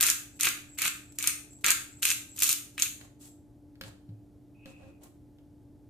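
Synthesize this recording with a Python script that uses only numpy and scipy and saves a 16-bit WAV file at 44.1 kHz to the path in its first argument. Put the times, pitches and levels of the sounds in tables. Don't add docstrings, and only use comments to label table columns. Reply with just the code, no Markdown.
import sys
import numpy as np
from scipy import signal
from scipy.fft import rfft, irfft
from scipy.io import wavfile

SR = 44100
rng = np.random.default_rng(int(sys.argv[2]) if len(sys.argv) > 2 else 0)


def wav_out(sig):
    wavfile.write(sys.argv[1], SR, np.round(np.clip(np.atleast_2d(sig).T, -1, 1) * 32767).astype(np.int16))


N = 259831


# pitch in Hz, level in dB.
HUM_TONES = [(119.5, -64.5), (293.7, -57.5), (587.4, -79), (694.6, -82), (855, -83)]
# pitch in Hz, relative level per Hz in dB.
AIR_COLOUR = [(20, -25), (50, -2), (110, -0.5), (180, -9), (300, -5), (500, -18), (800, -24), (1100, -34),
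              (2500, -41.5), (6000, -43), (13000, -44), (16000, -48.5)]
# pitch in Hz, time to fade by 60 dB in seconds.
ROOM_FADE = [(150, 0.9), (600, 0.36), (1400, 0.44), (3500, 0.39), (8000, .39), (15000, 0.35)]
# delay in seconds (scattered by up to 0.2 ms either way), level
# in dB.
NEAR_ECHOES = [(.0037, -8), (.0067, -12), (0.0113, -17.5), (0.0126, -20.5)]

# start in seconds, then click, wooden ring and deep thud levels in dB.
KNOCKS = [(3.012, -46, -83, -78), (3.754, -60.5, -81, -77.5), (3.811, -31.5, -50.5, -66),
          (3.836, -42, -77, -41.5), (4.09, -64, -68.5, -35), (4.657, -45, -50.5, -60),
          (4.832, -63, -53, -51), (5.385, -63, -71, -77)]
# pitch in Hz, relative level per Hz in dB.
CLICK_COLOUR = [(150, -11), (500, -10), (800, -16.5), (1600, 1.5), (2400, -3.5), (3200, -1), (4200, -1),
                (6000, -14.5), (9000, -17), (15000, -15)]
# pitch in Hz, relative level in dB, time to fade by 60 dB in seconds.
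WOOD_MODES = [(186, 8, 0.083), (252, -1.5, 0.13), (537, 0, 0.23), (1610, -9.5, 0.078), (2060, -20, .07),
              (2440, -10, 0.17)]
# pitch in Hz, relative level in dB, time to fade by 60 dB in seconds.
THUD_MODES = [(108.6, 1.5, 0.38), (128.5, -2, 0.2), (158.9, 6, 0.071)]

# start in seconds, length in seconds, level in dB.
CAP_SQUEAKS = [(0.306, .1, -63), (0.662, .14, -58), (0.987, .2, -62.5), (1.484, 0.12, -55.5),
               (1.886, 0.13, -58.5), (2.281, .07, -51.5), (3.178, 0.18, -63.5)]
# start
# in seconds, length in seconds, level in dB, brightness in dB per octave.
TICKS_AND_BRUSHES = [(1.121, 0.0055, -53, 1), (1.529, .0069, -56.5, 2), (1.587, 0.004, -60, 1),
                     (2.359, .012, -42, 3.5), (2.983, 0.091, -60, -2.5), (3.186, 0.12, -54.5, 2),
                     (3.817, 0.092, -55, -3), (4.65, 0.09, -60, -3.5), (4.751, .19, -61.5, -6.5),
                     (5.001, 0.089, -61, -4), (5.032, 0.014, -50, 8.5)]
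# pitch in Hz, relative level per Hz in dB.
SKIN_COLOUR = [(200, -12), (600, 3.5), (1300, -2), (2000, -5), (3700, -1), (5200, -4), (7500, 4),
               (14000, -6.5)]

# start in seconds, moment the burr bites in seconds, end in seconds,
# crisp crumbling level in dB, husky crumbling level in dB, pitch where the body sounds most in Hz.
TWISTS = [(0, -0.02, .116, -29.5, -32.5, 1800), (0.391, 0.429, 0.49, -31, -32, 2100),
          (0.774, 0.817, 0.88, -33.5, -33, 2100), (1.182, 1.262, 1.302, -35.5, -35.5, 2214),
          (1.638, 1.647, 1.718, -35, -27.5, 1700), (2.018, 2.024, 2.122, -31.5, -35.5, 2900),
          (2.373, 2.423, 2.538, -29.5, -38.5, 3300), (2.773, 2.792, 2.87, -43, -40, 3090)]
# time in seconds, snap level in dB,
# level of the knock on the grinder's body in dB, centre pitch of the snap in Hz.
CRACKS = [(0.0093, -14.5, -27, 13500), (.0277, -17, -28.5, 9840), (0.0331, -22, -30, 6800),
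          (0.0388, -26.5, -25.5, 7000), (0.066, -17.5, -33, 9320), (0.0861, -23, -28, 9355),
          (0.1009, -15, -36.5, 6600), (0.4095, -19, -44, 7000), (0.433, -18.5, -27.5, 9200),
          (0.4543, -19.5, -29.5, 13900), (0.47, -28, -18, 6033), (.4739, -36, -23.5, 7400),
          (0.787, -27.5, -31.5, 7284), (0.8193, -20.5, -27, 12240), (.8558, -31, -21, 7600),
          (.8795, -23, -35.5, 7500), (1.1869, -25, -39.5, 7290), (1.2264, -25.5, -41.5, 8335),
          (1.2411, -27.5, -29, 7230), (1.2736, -14, -29.5, 8900), (1.6436, -21.5, -19.5, 8990),
          (1.6636, -17.5, -36, 6900), (1.6835, -20.5, -24, 9210), (1.7052, -12.5, -31.5, 7600),
          (1.7163, -19, -26, 8990), (2.0293, -21.5, -25.5, 9100), (2.0528, -17.5, -23.5, 8970),
          (2.1033, -19.5, -25.5, 6770), (2.1147, -25, -26, 7000), (2.403, -29, -41.5, 7610),
          (2.4219, -16, -24.5, 9030), (2.4339, -14.5, -33, 13300), (2.4927, -17, -27.5, 8600),
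          (2.7797, -39, -28.5, 9300), (2.7978, -26.5, -33.5, 7500), (2.8222, -14, -32, 6790)]
# pitch in Hz, relative level per Hz in dB.
SNAP_COLOUR = [(1500, -41), (3500, -4), (5000, -5.5), (6900, 2), (8000, -2), (9100, -0.5), (10200, -5),
               (12000, -2), (14500, -3.5), (16000, -24.5)]
# pitch in Hz, relative level per Hz in dB.
BODY_COLOUR = [(100, -15), (300, -15), (700, -19), (950, -13.5), (1350, -3), (2000, -3), (2550, 4.5),
               (3100, -2), (4000, -3.5), (5500, -14), (9000, -30.5)]
# pitch in Hz, gain in dB, time to fade by 60 dB in seconds.
SHELL_MODES = [(1254, -52, 0.27), (1415, -53, .09), (1652, -49, .11), (1813, -56, 0.044),
               (2160, -51.5, .07), (2404, -54, .07), (2678, -55.5, 0.068), (3718, -56.5, .07)]

# pitch in Hz, gain in dB.
TREBLE_ROLLOFF = [(14700, -1), (15200, -22.5), (16000, -22.5)]

AIR_DB = -56.5
SLIDE_START_S, SLIDE_PEAK_S, SLIDE_END_S, SLIDE_DB, SLIDE_FADE_DB = 4.545, 4.674, 4.98, -61, -16.5
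SLIDE_HZ, SLIDE_HZ_PER_DB, SLIDE_WIDTH_HZ = 2605, 4, 280
SQUEAK_HZ = 7688
GRIP_LEAD_S, GRIP_S, GRIP_DB, GRIP_TILT_DB = .034, 0.025, -59, 3.5
TAKE_UP_S, SLACK_DB, BITE_S = 0.0077, -7, 0.0022
CHIPS_PER_S, CHIP_SNAP_DB, CHIP_KNOCK_DB, CHIP_SPREAD_DB = 80, 3.5, -2.5, 2.5
CHIP_HZ, CHIP_OCTAVES = 7850, .14
KNOCK_OCTAVES_PER_DB = .02
KNOCK_SCATTER_OCTAVES = .25
CEILING = .85
EDGE_HZ = 16500


def amp(db):
    return 10 ** (np.asarray(db) / 20)


def unit(x):
    return x / np.sqrt(np.mean(x ** 2) + 1e-20)


def read(points, hz):
    f, value = np.transpose(points)
    return np.interp(np.log(hz + 1), np.log(f + 1), value)


def add(mix, s, sound):
    part = mix[..., max(round(s * SR), 0):][..., :sound.shape[-1]]
    part += sound[..., :part.shape[-1]]


def colour(x, points, size=2048):
    cepstrum = irfft(np.log(amp(read(points, np.fft.rfftfreq(size, 1 / SR)))))
    cepstrum[1:size // 2] *= 2
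    cepstrum[size // 2 + 1:] = 0
    taps = irfft(np.exp(rfft(cepstrum)))
    taps /= np.linalg.norm(taps)
    return signal.oaconvolve(x, taps[None], axes=1)[:, :x.shape[1]]


def pair(noise, likeness):
    share = np.clip(likeness, 0, 1)
    return np.sqrt(share) * noise[0] + np.sqrt(1 - share) * noise[1:]


def ring(modes):
    t = np.arange(SR // 2) / SR
    return sum(amp(db) * 1e-3 ** (t / t60) * np.sin(2 * np.pi * hz * t) for hz, db, t60 in modes)


def resonate(x, hz, width):
    turn = np.exp(2j * np.pi * np.cumsum(hz * np.ones(x.shape[1])) / SR)
    pole = np.exp(-np.pi * width / SR)
    smooth = signal.lfilter([1], np.poly([pole, pole]), x / turn)
    return unit((turn * smooth).real)


def burst(decay, likeness, centre_hz, bump_db, octaves=0.063, size=512):
    t, hz = np.arange(size) / SR, np.fft.rfftfreq(size, 1 / SR)
    noise = pair(rng.standard_normal((3, size)), likeness)
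    puff = rfft(np.roll(noise * t * np.exp(-t / decay), size // 32, axis=1))
    puff /= np.sqrt(abs(puff) + 1e-12)
    bump = np.exp(-.5 * (np.log2((hz + 1) / centre_hz) / octaves) ** 2)
    return unit(irfft(puff * amp(bump_db * bump))) * np.sqrt(.002 * SR / size)


def crumbs(per_s, spread_db, likeness):
    happens = rng.random(N) < per_s / SR
    size = amp(spread_db * np.minimum(rng.exponential(1, N), 3)) * happens
    power = signal.lfilter([1], [1, -np.exp(-1 / (.0003 * SR))], size ** 2)
    return unit(pair(rng.standard_normal((3, N)), likeness) * np.sqrt(power))


def background(likeness=0.82):
    t = np.arange(N) / SR
    noise = rfft(pair(rng.standard_normal((3, N)), likeness))
    air = irfft(noise * amp(read(AIR_COLOUR, np.fft.rfftfreq(N, 1 / SR))), N)
    knots = np.linspace(0, t[-1], num=50)
    hum = 0
    for hz, db in HUM_TONES:
        swell, drift = (np.interp(t, knots, v) for v in rng.standard_normal((2, len(knots))))
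        tone = np.sin(2 * np.pi * hz * t + .2 * drift)
        hum = hum + np.sqrt(2) * amp(db) * (1 + .12 * swell) * tone
    return amp(AIR_DB) * unit(air) + hum


def room(x, wet_db=-3.0, likeness=0.074, build=0.00093):
    size = SR * 3 // 4
    hz, t, z = signal.stft(pair(rng.standard_normal((3, size)), likeness), SR, nperseg=256)
    fade = 1e-3 ** (t / read(ROOM_FADE, hz)[:, None])
    tail = signal.istft(z * fade, SR, nperseg=256)[1]
    tail *= 1 - np.exp(-np.arange(tail.shape[1]) / (build * SR))
    tail *= amp(wet_db) / np.linalg.norm(tail[0])
    for s, db in NEAR_ECHOES:
        for side in tail:
            add(side, s + rng.uniform(-.0002, 0.00018), amp([db]))
    return signal.fftconvolve(x, tail, axes=1)[:, :N]


def slide():
    t = np.arange(N) / SR
    times = [SLIDE_START_S, SLIDE_PEAK_S, SLIDE_END_S]
    swell_db = np.interp(t, times, [SLIDE_FADE_DB, 0, SLIDE_FADE_DB])
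    push = amp(SLIDE_DB + swell_db) * ((t > SLIDE_START_S) & (t < SLIDE_END_S))
    slips = crumbs(per_s=900, spread_db=2, likeness=.6)
    return push * resonate(slips, SLIDE_HZ + SLIDE_HZ_PER_DB * swell_db, SLIDE_WIDTH_HZ)


def table():
    taps, thuds = np.zeros((2, 2, N))
    blows = np.zeros((2, N))
    thud_rise = 1 - np.exp(-np.arange(SR // 2) / (0.0091 * SR))
    for s, click_db, wood_db, thud_db in KNOCKS:
        click = burst(decay=0.00084, likeness=1.0, centre_hz=1660, bump_db=-0.5)
        add(taps, s, amp(click_db) * click)
        add(blows, s, amp(wood_db) * ring(WOOD_MODES))
        add(thuds, s, amp(thud_db) * ring(THUD_MODES) * thud_rise)
    top = colour(taps, CLICK_COLOUR) + blows
    top[0] = np.roll(top[0], 6)
    return top, thuds


def rubbing():
    out = np.zeros((2, N))
    slips = crumbs(per_s=600, spread_db=0, likeness=.83)
    for s, length, db in CAP_SQUEAKS:
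        n = int(length * SR)
        squeak = resonate(slips[:, int(s * SR):][:, :SR // 2], SQUEAK_HZ, width=320)
        add(out, s, amp(db) * squeak[:, :n] * signal.windows.tukey(n, .7))
    grit = colour(crumbs(per_s=3400, spread_db=0.5, likeness=0.2), SKIN_COLOUR)
    octaves = np.log2(np.maximum(np.fft.rfftfreq(SR // 2, 1 / SR), 400) / 4000)
    grips = [(twist[0] - GRIP_LEAD_S, GRIP_S, GRIP_DB, GRIP_TILT_DB) for twist in TWISTS[1:]]
    for s, length, db, tilt in TICKS_AND_BRUSHES + grips:
        n = int(length * SR)
        stroke = unit(irfft(rfft(grit[:, int(s * SR):], SR // 2) * amp(tilt * octaves)))
        add(out, s, amp(db) * stroke[:, :n] * signal.windows.tukey(n, .6))
    return out


def effort(t, start, bite):
    take_up = np.clip((t - start) / TAKE_UP_S, .01, 1)
    slack = np.clip((bite - t) / BITE_S, 0, 1)
    return take_up * amp(SLACK_DB * slack)


def emphasise(x, centre_hz, bump_db=5, octaves=.45):
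    hz = np.fft.rfftfreq(x.shape[1], 1 / SR)
    bump = np.exp(-.5 * (np.log2((hz + 1) / centre_hz) / octaves) ** 2)
    return unit(irfft(rfft(x) * amp(bump_db * bump), x.shape[1]))


def chips(count=24):
    rows = []
    for start, bite, end, crisp_db, husk_db, _ in TWISTS:
        times = start + (np.arange(count) + rng.random(count)) / CHIPS_PER_S
        for s, (snap, knock, pitch) in zip(times, rng.standard_normal((count, 3))):
            if s < end:
                push_db = 20 * np.log10(effort(s, start, bite))
                snap_db = crisp_db + push_db + CHIP_SNAP_DB + CHIP_SPREAD_DB * snap
                knock_db = husk_db + push_db + CHIP_KNOCK_DB + CHIP_SPREAD_DB * knock
                rows.append((s, snap_db, knock_db, CHIP_HZ * 2 ** (CHIP_OCTAVES * pitch)))
    return rows


def grinder(crumble_db=-1.5, left_db=0.4, snaps_db=0.18, knocks_db=-1.13, husk_trim_db=-2.5, size=8192):
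    crisp, husk = np.zeros((2, 2, N))
    fine = crumbs(per_s=600, spread_db=3.5, likeness=.35)
    coarse = crumbs(per_s=600, spread_db=3, likeness=.75)
    for start, bite, end, crisp_db, husk_db, body_hz in TWISTS:
        at = round(start * SR) + np.arange(size)
        force = (at / SR <= end) * effort(at / SR, start, bite) * amp(crumble_db)
        add(crisp, start, amp(crisp_db) * force * fine[:, at])
        add(husk, start, amp(husk_db + husk_trim_db) * force * emphasise(coarse[:, at], body_hz))
    _, bites, *_, body_hz = np.transpose(TWISTS)
    for s, snap_db, knock_db, snap_hz in CRACKS + chips():
        octaves = KNOCK_OCTAVES_PER_DB * (snap_db - knock_db) + KNOCK_SCATTER_OCTAVES * rng.standard_normal()
        knock_hz = np.interp(s, bites, body_hz) * 2 ** octaves
        snap = burst(decay=.00045, likeness=.35, centre_hz=snap_hz, bump_db=5, octaves=.17)
        knock = burst(decay=.00075, likeness=.85, centre_hz=knock_hz, bump_db=5, octaves=.25)
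        add(crisp, s - .0005, amp(snap_db + snaps_db) * snap)
        add(husk, s - .0005, amp(knock_db + knocks_db) * knock)
    husk = colour(husk, BODY_COLOUR)
    shell = signal.oaconvolve(husk, ring(SHELL_MODES)[None], axes=1)[:, :N]
    balance = amp([[left_db], [-left_db]])
    return colour(crisp, SNAP_COLOUR) * balance + husk + shell


def scene():
    top, thuds = table()
    handling = rubbing() + slide() + top
    direct = grinder() + handling
    reflected = room(grinder() + handling)
    return direct + reflected + thuds + background()


def record(dry):
    rolloff = amp(read(TREBLE_ROLLOFF, np.fft.rfftfreq(2 * N, 1 / SR)))
    soft = irfft(rfft(dry, 2 * N) * rolloff)[:, :N]
    held = soft / (1 + (soft / CEILING) ** 4) ** .25
    low_pass = signal.firwin(511, EDGE_HZ, window=("kaiser", 9), fs=SR)
    return signal.oaconvolve(held, low_pass[None], "same")


dry = scene()
out = record(dry)
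wav_out(out)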